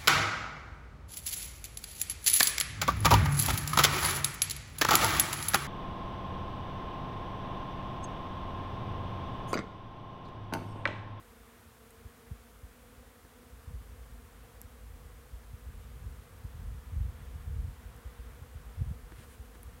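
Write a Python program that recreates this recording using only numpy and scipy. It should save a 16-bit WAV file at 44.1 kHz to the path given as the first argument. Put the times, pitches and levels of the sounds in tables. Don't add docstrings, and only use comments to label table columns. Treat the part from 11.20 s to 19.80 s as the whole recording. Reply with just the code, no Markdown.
import sys
import numpy as np
from scipy import signal
from scipy.fft import rfft, irfft, next_fast_len
from scipy.io import wavfile

SR = 44100
rng = np.random.default_rng(int(sys.argv[2]) if len(sys.argv) > 2 else 0)


def transcribe(signal):
    frames = np.atleast_2d(signal).T
    limited = np.clip(frames, -1, 1)
    pcm = np.round(limited * 32767).astype(np.int16)
    wavfile.write(sys.argv[1], SR, pcm)


N = 379260
TIME = np.arange(N) / SR
HIGH_CUT_HZ = 15800
GUST_SAG_DB_PER_S = 11

# frequency_hz, relative_db
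FAR_SPECTRUM = [(30, -16), (80, 11), (170, 3), (340, 0.5), (600, -2.5), (800, -2), (1100, 0.5), (1500, -2),
                (2000, -5), (2700, -10), (3400, -11), (4500, -19.5), (8000, -29.5)]
# time_s, level_db
FAR_SWELL = [(0, -60.5), (2.0, -61.5), (5.2, -60.5), (7.15, -58.7), (7.7, -61.5), (8.6, -61)]
# frequency_hz, relative_db
HISS_SPECTRUM = [(100, -13.5), (3000, -2), (5500, -3), (7000, -2), (8700, -0.5), (11000, -1.2), (13000, -1),
                 (15500, -3.5)]
# start_s, peak_db, centre_hz
CASE_TICKS = [(.7070, -40, 10000), (3.4157, -29, 9400), (5.1854, -54, 12460), (6.765, -48, 10490),
              (7.9215, -52, 10000), (8.4317, -35.5, 12500)]
# start_s, peak_db
FINGER_KNOCKS = [(2.05, -44), (2.232, -44), (3.417, -46), (7.9213, -35.5), (8.355, -43), (8.434, -47)]
# pitch_hz, relative_db, t60_s
CASE_MODES = [(200, -7, .06), (330, 1, 0.029), (990, 0.5, 0.0055), (1630, 3, 0.0061), (2940, -22, 0.004)]
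# start_s, length_s, level_db
FINGER_RUBS = [(7.95, 0.2, -58.5), (8.34, 0.019, -59)]
# frequency_hz, relative_db
SCRAPE_SPECTRUM = [(200, 4), (800, -4), (1700, -1), (3000, -6), (5000, -14.5), (12000, -34)]
# frequency_hz, relative_db
SKIN_SPECTRUM = [(4000, -26), (7000, -9), (9500, -1), (12000, -9), (15000, -14)]
# time_s, level_db
BREEZE_LEVEL = [(0, -61), (2.1, -58.5), (2.62, -47), (3.15, -54.5), (4.0, -52.5), (4.8, -44.5),
                (5.15, -48.5), (5.8, -48.5), (6.42, -41.5), (6.62, -48), (7.5, -51.5), (7.72, -46),
                (7.92, -50.5), (8.6, -52)]
# frequency_hz, relative_db
RUMBLE_SPECTRUM = [(15, -31), (28, -34), (40, -1.5), (54, 6.5), (75, -1.5), (105, -9.5), (150, -15.5),
                   (220, -26), (350, -51), (700, -67)]
# centre_s, peak_db, pitch_hz
LONE_EDDIES = [(0.862, -39.5, 73), (1.12, -33, 96), (1.445, -39, 69), (1.785, -48, 72), (2.55, -33.5, 72.5),
               (3.457, -38.5, 64.7), (3.746, -42, 66), (4.145, -37, 61), (4.345, -35.5, 77.5),
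               (4.87, -33, 70.6), (5.253, -32, 85), (6.665, -39.5, 67.95), (6.866, -35.5, 68),
               (7.0, -38, 66), (7.226, -38, 83.9), (7.363, -37.5, 80.5), (7.619, -23, 82.05),
               (7.841, -35.5, 58), (7.994, -38, 76.1), (8.205, -39, 70.4), (8.489, -37.5, 60.4)]
# frequency_hz, relative_db
WHIRL_SPECTRUM = [(70, -16), (140, 8), (200, 0.5), (300, -9), (380, -12.5), (520, -22), (900, -57)]
# start_s, length_s, first_eddy_db, pitch_hz
WIND_GUSTS = [(2.475, .06, -43.5, 102), (4.479, 0.19, -40.5, 68), (5.361, 0.24, -33.5, 74),
              (5.735, .15, -27.5, 68), (6.001, 0.23, -39, 72.15), (6.288, 0.23, -30.5, 72.6),
              (7.589, 0.136, -29.5, 89)]
# time_s, mean_wingbeat_hz, level_db
SWARM_HUM = [(0, 235, -63), (1.2, 233.5, -62), (1.9, 241.3, -62), (4.2, 239, -62.5), (5.5, 243.7, -63),
             (7.0, 237.1, -62), (8.6, 240.6, -62)]
# wingbeat_multiple, relative_db
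BUZZ_HARMONICS = [(1, -2), (2, -1), (3, -9), (4, -17), (5, -13.5), (6, -13.5), (8, -19), (12, -28),
                  (16, -35)]


def undb(db):
    return 10 ** (np.asarray(db) / 20)


def unit(x):
    return x / np.sqrt(np.mean(x ** 2))


def curve(rows, column=1):
    rows = np.array(rows)
    return np.interp(TIME, rows[:, 0], rows[:, column])


def colour(x, spectrum):
    hz, db = np.transpose(spectrum)
    size = next_fast_len(N)
    bin_hz = np.maximum(np.fft.rfftfreq(size, 1 / SR), 1)
    gain = undb(np.interp(np.log(bin_hz), np.log(hz), db))
    return unit(irfft(rfft(x, size) * gain, size)[:N])


def drift(per_s, size=512):
    position = TIME * per_s + rng.random()
    return np.sqrt(3 / 2) * np.interp(position, np.arange(size), rng.standard_normal(size))


def background(hiss_db=-64.5, swell_db=.5):
    far = colour(rng.standard_normal(N), FAR_SPECTRUM) * undb(curve(FAR_SWELL) + swell_db * drift(4.6))
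    return far + undb(hiss_db) * colour(rng.standard_normal(N), HISS_SPECTRUM)


def ticks_and_knocks(tick_t60_s=0.0028, tick_log_width=0.37, tick_body_db=-19):
    out = np.zeros(N)
    t = np.arange(SR // 10) / SR
    for start, db, hz in CASE_TICKS:
        snap = rng.standard_normal(len(t)) * undb(-60 * t / tick_t60_s)
        edges_hz = np.minimum(hz * np.exp([-tick_log_width, tick_log_width]), HIGH_CUT_HZ)
        bright = signal.sosfilt(signal.butter(4, edges_hz, "band", fs=SR, output="sos"), snap)
        add(out, start, bright + undb(tick_body_db) * snap, db)
    ring = sum(undb(db - 60 * t / t60) * np.sin(2 * np.pi * hz * t) for hz, db, t60 in CASE_MODES)
    for start, db in FINGER_KNOCKS:
        add(out, start, ring, db)
    return out


def add(out, start_s, sound, peak_db):
    i = max(int(start_s * SR), 0)
    out[i:i + len(sound)] += (undb(peak_db) * sound / np.abs(sound).max())[:N - i]


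def finger_rubs(grain_db=2, attack_s=0.012, release_s=0.013, sag_db_per_s=48,
                skin_db=-12.5, skin_rise_db_per_s=63):
    slips = rng.standard_normal(N) * undb(grain_db * drift(55))
    scrape, skin = colour(slips, SCRAPE_SPECTRUM), colour(slips, SKIN_SPECTRUM)
    out = np.zeros(N)
    for start, length, db in FINGER_RUBS:
        age = np.clip(TIME - start, 0, length)
        press = np.minimum(age / attack_s, 1)
        release = np.exp(-np.maximum(TIME - start - length, 0) / release_s)
        friction = scrape + undb(skin_db + skin_rise_db_per_s * age) * skin
        out += press * release * undb(db - sag_db_per_s * age) * friction
    return out


def gust_swell(relative_db=-8.5, edge_s=0.037):
    gain = np.zeros(N)
    for start, length, eddy_db, _ in WIND_GUSTS:
        age = TIME - start
        blowing = np.clip(1 + np.minimum(age, length - age) / edge_s, 0, 1)
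        gain += blowing * undb(eddy_db + relative_db - GUST_SAG_DB_PER_S * np.clip(age, 0, length))
    return gain


def gust_eddies(per_s=25, most=12, jitter=0.18, scatter_db=2.0, pitch_spread=0.11):
    rows = []
    for start, length, db, hz in WIND_GUSTS:
        for k, (late, strong, fast) in enumerate(rng.standard_normal((most, 3))):
            if k / per_s < length:
                age = (k + jitter * late) / per_s
                peak_db = db - GUST_SAG_DB_PER_S * age + scatter_db * strong
                rows.append((start + age, peak_db, hz * np.exp(pitch_spread * fast)))
    return rows


def wind(flutter_db=2.0, eddy_width_cycles=0.66, whirl_db=-23, whirl_db_per_decade=60):
    breeze = undb(curve(BREEZE_LEVEL) + flutter_db * drift(11))
    buffeting = np.hypot(breeze, gust_swell()) * colour(rng.standard_normal(N), RUMBLE_SPECTRUM)
    whirls = colour(rng.standard_normal(N), WHIRL_SPECTRUM)
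    whirl_gain = np.zeros(N)
    t = np.arange(-SR // 16, SR // 16) / SR
    for centre, db, hz in list(LONE_EDDIES) + gust_eddies():
        cycles = hz * t * (1 - 0.33 * np.tanh(hz * t))
        swell = np.exp(-.5 * (cycles / eddy_width_cycles) ** 2)
        add(buffeting, centre + t[0], swell * np.cos(2 * np.pi * (cycles + rng.random())), db)
        add(whirl_gain, centre + t[0], swell, db + whirl_db + whirl_db_per_decade * np.log10(hz / 80))
    return buffeting + whirl_gain * whirls


def bees(count=40, stroke_samples=1024, spread=.053, wander=.031, waver=.011,
         distance_db=2.5, twigs_db=1.5):
    multiples, db = np.transpose(BUZZ_HARMONICS)
    harmonics = np.arange(1, round(multiples[-1]) + 1)
    strength = undb(np.interp(harmonics, multiples, db))
    cycles = np.outer(harmonics, np.arange(stroke_samples) / stroke_samples)
    mean_hz = curve(SWARM_HUM)
    ranks = (np.arange(count) + .5) / count
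    offsets = np.log(ranks / (1 - ranks)) * np.sqrt(3) / np.pi
    hum = np.zeros(N)
    for offset in offsets:
        stroke = strength @ np.sin(2 * np.pi * (cycles + rng.random((len(harmonics), 1))))
        wingbeat_hz = mean_hz * (1 + spread * offset + wander * drift(2.6) + waver * drift(17))
        beats = np.cumsum(wingbeat_hz) / SR + rng.random()
        gain = undb(distance_db * drift(1.244) + twigs_db * drift(11))
        hum += gain * stroke[(beats * stroke_samples).astype(int) % stroke_samples]
    return unit(hum) * undb(curve(SWARM_HUM, column=2))


def scene():
    return (bees() + background() + ticks_and_knocks() + finger_rubs() + wind())[None]


def record(dry, low_cut_hz=35):
    low_cut = signal.butter(3, low_cut_hz, "high", fs=SR, output="sos")
    high_cut = signal.ellip(10, .1, 70, HIGH_CUT_HZ, fs=SR, output="sos")
    return signal.sosfilt(high_cut, signal.sosfiltfilt(low_cut, dry, padtype="even"))


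dry = scene()
out = record(dry)
transcribe(out)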